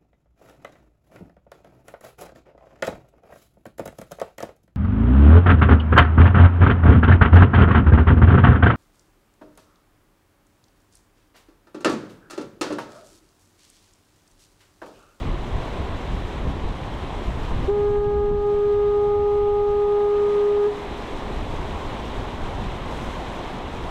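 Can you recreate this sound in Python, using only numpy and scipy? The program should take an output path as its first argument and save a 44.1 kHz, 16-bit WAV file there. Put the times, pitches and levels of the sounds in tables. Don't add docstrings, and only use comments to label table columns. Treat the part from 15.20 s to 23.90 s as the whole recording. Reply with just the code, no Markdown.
import sys
import numpy as np
from scipy import signal
from scipy.fft import rfft, irfft, next_fast_len
from scipy.io import wavfile
from scipy.ndimage import uniform_filter1d, minimum_filter1d, map_coordinates

SR = 44100
rng = np.random.default_rng(int(sys.argv[2]) if len(sys.argv) > 2 else 0)


def generate_wav(sig):
    pcm = np.round(np.clip(np.atleast_2d(sig).T, -1, 1) * 32767).astype(np.int16)
    wavfile.write(sys.argv[1], SR, pcm)


N = 383669

HORN_HZ, HORN_ON_S, HORN_OFF_S = 411.65, 2.48, 5.466
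# t/s, fundamental level/dB, then level/dB re fundamental of partials 2, 3 and 4
HORN_LEVELS = [(2.5, -14.5, -19.5, -24.5, -39), (2.86, -12.5, -14, -22, -30),
               (3.25, -11.5, -14, -21.5, -37), (3.45, -11.5, -22, -23.5, -35.5),
               (3.85, -12, -13.5, -19.5, -43), (4.38, -12.5, -12, -20, -45.5),
               (4.86, -14.5, -13, -20, -35.5), (5.14, -17.5, -24, -21.5, -44), (5.45, -16, -20, -25, -32.5)]
# multiple, level/dB re fundamental
HORN_TOP_PARTIALS = [(5, -46.5), (6, -53), (7, -55)]

# t/s, level/dB
BREEZE_LEVELS = [(0, -27.5), (1.75, -30), (2.3, -27.5), (2.7, -21), (3.08, -19), (3.26, -24.5), (4.35, -26),
                 (4.8, -34.5), (5.5, -40), (5.9, -35.5), (6.15, -28.5), (6.7, -33.5), (7.6, -29.5),
                 (8.2, -35.5), (8.7, -29.5)]
# t/s, lift/dB
GUST_LIFTS = [(.11, 5), (.97, 5), (1.26, 7.5), (1.46, 4), (2.12, 3.5), (2.4, 7.5), (2.87, 1), (3.02, 3),
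              (6.53, 2), (6.94, 2.5)]
# f/Hz, relative level/dB
RUMBLE_SPECTRUM = [(5, -8), (18, 2.5), (35, 0.5), (55, -0.5), (78, -4.5), (120, -9), (200, -15.5),
                   (350, -20), (700, -38.5), (4000, -120)]
# f/Hz, relative level/dB
FLAP_SPECTRUM = [(5, -39), (25, -12.5), (60, -3.5), (90, 3), (130, -4), (230, -13), (400, -15.5),
                 (900, -30), (2500, -60), (8000, -120)]
# t/s, level/dB, half length/s
WIND_SLAPS = [(1.285, -32.5, 0.046), (2.438, -34, 0.0041), (3.12, -21, 0.023), (7.417, -33, 0.063)]
# f/Hz, relative level/dB
SLAP_SPECTRUM = [(20, -35), (90, -4.5), (200, 1.5), (300, -5), (500, -24), (1000, -19.5), (2000, -39.5),
                 (8000, -120)]

# t/s, level/dB
WASH_LEVELS = [(0, -44), (.2, -45.5), (.45, -43), (1.3, -45), (2.3, -44), (5.5, -44), (6.7, -42.5),
               (7.58, -43.5), (7.82, -42), (8.5, -43.6)]
# f/Hz, relative level/dB
CHURN_SPECTRUM = [(40, -43), (100, -7.5), (170, 1.5), (260, 3.5), (500, -1), (750, 0), (1050, 0),
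                  (1350, -8.5), (2000, -17.5), (4000, -44), (12000, -120)]
# f/Hz, relative level/dB
FOAM_SPECTRUM = [(300, -63), (700, -30), (1400, -4.5), (2000, -1), (2600, -3), (3300, -2.5), (4000, -6),
                 (4600, -16.5), (6000, -24.5), (16000, -120)]
# f/Hz, relative level/dB
SPRAY_SPECTRUM = [(1000, -60.5), (3000, -17.5), (4700, 0.5), (6000, 1.5), (7000, -0.5), (7900, -1),
                  (9000, -6.5), (11500, -11), (13000, -15), (15700, -21.5)]
# t/s, lift/dB, rise/s
SPRAY_THROWS = [(1.9, 1.5, .25), (4.8, 1, 1.2), (7.66, 3, 0.12)]

# f/Hz, time to fall 60 dB/s
SHORE_DECAY = [(400, 1.6), (1200, 1.5), (4000, 0.36)]
# delay/s, level/dB re horn
SHORE_ECHOES = [(.32, -25.5), (1.2, -29)]


def amp(db):
    return 10 ** (np.asarray(db) / 20)


def unit(x):
    return x / np.sqrt(np.mean(x ** 2) + 1e-20)


def along(points, hz):
    f, v = np.transpose(points)
    return np.interp(np.log(hz + 1), np.log(f + 1), v)


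def curves(rows):
    times, *columns = np.transpose(rows)
    return [np.interp(np.arange(N) / SR, times, column) for column in columns]


def wobble(rate):
    coarse = np.arange(0, N + 64, 64)
    knots = rng.standard_normal(int(N * rate / SR) + 4)
    return np.interp(np.arange(N), coarse, map_coordinates(knots, [coarse * rate / SR]))


def filtered(x, response):
    size = next_fast_len(N + SR // 2)
    return irfft(rfft(x, size) * response(np.fft.rfftfreq(size, 1 / SR)), size)[:N]


def coloured(x, spectrum):
    return unit(filtered(x, lambda hz: amp(along(spectrum, hz))))


def foghorn(rise_s=0.0065, ring_s=0.037, flat_hz=38, settle_s=0.013, sharp_hz=3,
            kick_hz=12, kick_s=0.0079, drift_hz=0.1, flutter_db=0.5, flicker_db=0.9):
    t = np.arange(N) / SR
    level_db, *overtones_db = curves(HORN_LEVELS)
    since_on, since_off = np.maximum(t - HORN_ON_S, 0), np.maximum(t - HORN_OFF_S, 0)
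    swing = (1 - np.exp(-since_on / rise_s)) * np.exp(-since_off / ring_s)
    let_go_hz = (t > HORN_OFF_S) * (sharp_hz + kick_hz * np.exp(-since_off / kick_s))
    hz = HORN_HZ - flat_hz * np.exp(-since_on / settle_s) + let_go_hz + drift_hz * wobble(5)
    phase = 2 * np.pi * np.cumsum(hz) / SR
    tone = swing * np.sin(phase + 0.061 * wobble(22)) * amp(flutter_db * wobble(19))
    for multiple, db in [*enumerate(overtones_db, 2), *HORN_TOP_PARTIALS]:
        strength = swing ** 2 * amp(db + flicker_db * wobble(16))
        tone += strength * np.sin(round(multiple) * phase + 0.11 * wobble(20))
    return np.sqrt(2) * amp(level_db) * tone


def wind(gust_half_s=0.052, eddy_db=1.36, flap_db=-8.0, flap_growth=1.2, strong_db=-16):
    t = np.arange(N) / SR
    breeze_db, = curves(BREEZE_LEVELS)
    gusts_db = sum(lift_db * np.exp(-((t - at_s) / gust_half_s) ** 2) for at_s, lift_db in GUST_LIFTS)
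    buffet_db = breeze_db + gusts_db
    eddies_db = eddy_db * wobble(24)
    rumble = unit(amp(eddies_db) * coloured(rng.standard_normal(N), RUMBLE_SPECTRUM))
    flap = unit(amp(2 * eddies_db) * coloured(rng.standard_normal(N), FLAP_SPECTRUM))
    flap_level_db = strong_db + flap_db + flap_growth * (buffet_db - strong_db)
    return amp(buffet_db) * rumble + amp(flap_level_db) * flap


def wind_slaps():
    t = np.arange(N) / SR
    force = sum(amp(db) * np.exp(-((t - at_s) / half_s) ** 2) for at_s, db, half_s in WIND_SLAPS)
    return force * coloured(rng.standard_normal(N), SLAP_SPECTRUM)


def surf(churn_db=10, spray_db=-15, surge_db=0.5, patter_db=0.7):
    wash_db, = curves(WASH_LEVELS)
    thrown_db = np.zeros(N)
    for start_s, lift_db, rise_s in SPRAY_THROWS:
        age = np.maximum(np.arange(N) / SR - start_s, 0) / rise_s
        thrown_db += lift_db * age * np.exp(1 - age)
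    churn = rush(patchy_db=0.5) + 0.13 * bubbles(count=4000, centre_hz=704, cycles=6.8, spread_db=5.5)
    foam = rush(patchy_db=0.38) + 0.21 * bubbles(count=7000, centre_hz=2550, cycles=4.4, spread_db=14)
    spray = rush(patchy_db=0.6) + 0.3 * bubbles(count=4000, centre_hz=7600, cycles=1.8, spread_db=16.5)
    wavelets_db = surge_db * wobble(16)
    handfuls_db = patter_db * unit(wobble(14) + wobble(45))
    churn = amp(churn_db) * coloured(churn, CHURN_SPECTRUM)
    foam = amp(wavelets_db) * coloured(foam, FOAM_SPECTRUM)
    spray = amp(spray_db + thrown_db + wavelets_db + handfuls_db) * coloured(spray, SPRAY_SPECTRUM)
    return amp(wash_db) * (churn + foam + spray)


def rush(patchy_db):
    noise = signal.stft(rng.standard_normal(N), nperseg=512)[2]
    patches = uniform_filter1d(rng.standard_normal(noise.shape), size=7, axis=0)
    patches = unit(uniform_filter1d(patches, size=14, axis=1))
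    return unit(signal.istft(noise * amp(patchy_db * patches), nperseg=512)[1][:N])


def bubbles(count, centre_hz, cycles, spread_db):
    when, pitch, size = rng.random((count, 3)).T[:, :, None]
    age = np.arange(int(2 * cycles * SR / centre_hz))
    turns = centre_hz * 2 ** (2 * pitch - 1) * age / SR
    rings = amp(spread_db * size ** 3) * np.sin(2 * np.pi * turns) * np.exp(-np.pi * turns / cycles)
    positions = (when * N).astype(int) + age
    return unit(np.bincount(positions.ravel(), rings.ravel(), minlength=N)[:N])


def shore(blast, scatter_db=-29, waver_db=0.72):
    hz, t, noise = signal.stft(rng.standard_normal(2 * SR), SR, nperseg=256)
    decay = amp(-60 * t / along(SHORE_DECAY, hz)[:, None])
    tail = signal.istft(noise * decay, SR, nperseg=256)[1]
    scattered = unit(signal.fftconvolve(blast, tail)[:N])
    echoes = np.zeros(N)
    for delay_s, db in SHORE_ECHOES:
        delayed = np.pad(blast, (round(delay_s * SR), 0))[:N]
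        echoes += amp(db + waver_db * wobble(7.7)) * delayed
    return amp(scatter_db) * np.std(blast) * scattered + echoes


def scene():
    blast = foghorn()
    return (blast + shore(blast) + surf() + wind() + wind_slaps())[None]


def gain_control(x, limit_db=-14.5, sense_s=0.018, attack_s=0.0041, release_db_per_s=18):
    peaks = -minimum_filter1d(-np.abs(x), size=SR // 200)
    sensed = uniform_filter1d(peaks, round(sense_s * SR))
    over_db = np.maximum(20 * np.log10(np.abs(sensed) + 1e-9) - limit_db, 0)
    recovery_db = release_db_per_s * np.arange(N) / SR
    cut_db = np.maximum.accumulate(over_db + recovery_db) - recovery_db
    pole = np.exp(-1 / (attack_s * SR))
    return x * amp(-signal.lfilter([1 - pole], [1, -pole], cut_db))


def record(dry, hiss_db=-80.5, top_hz=15750):
    sound = gain_control(dry[0]) + amp(hiss_db) * rng.standard_normal(N)
    return filtered(sound, lambda hz: hz < top_hz)[None]


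dry = scene()
out = record(dry)
generate_wav(out)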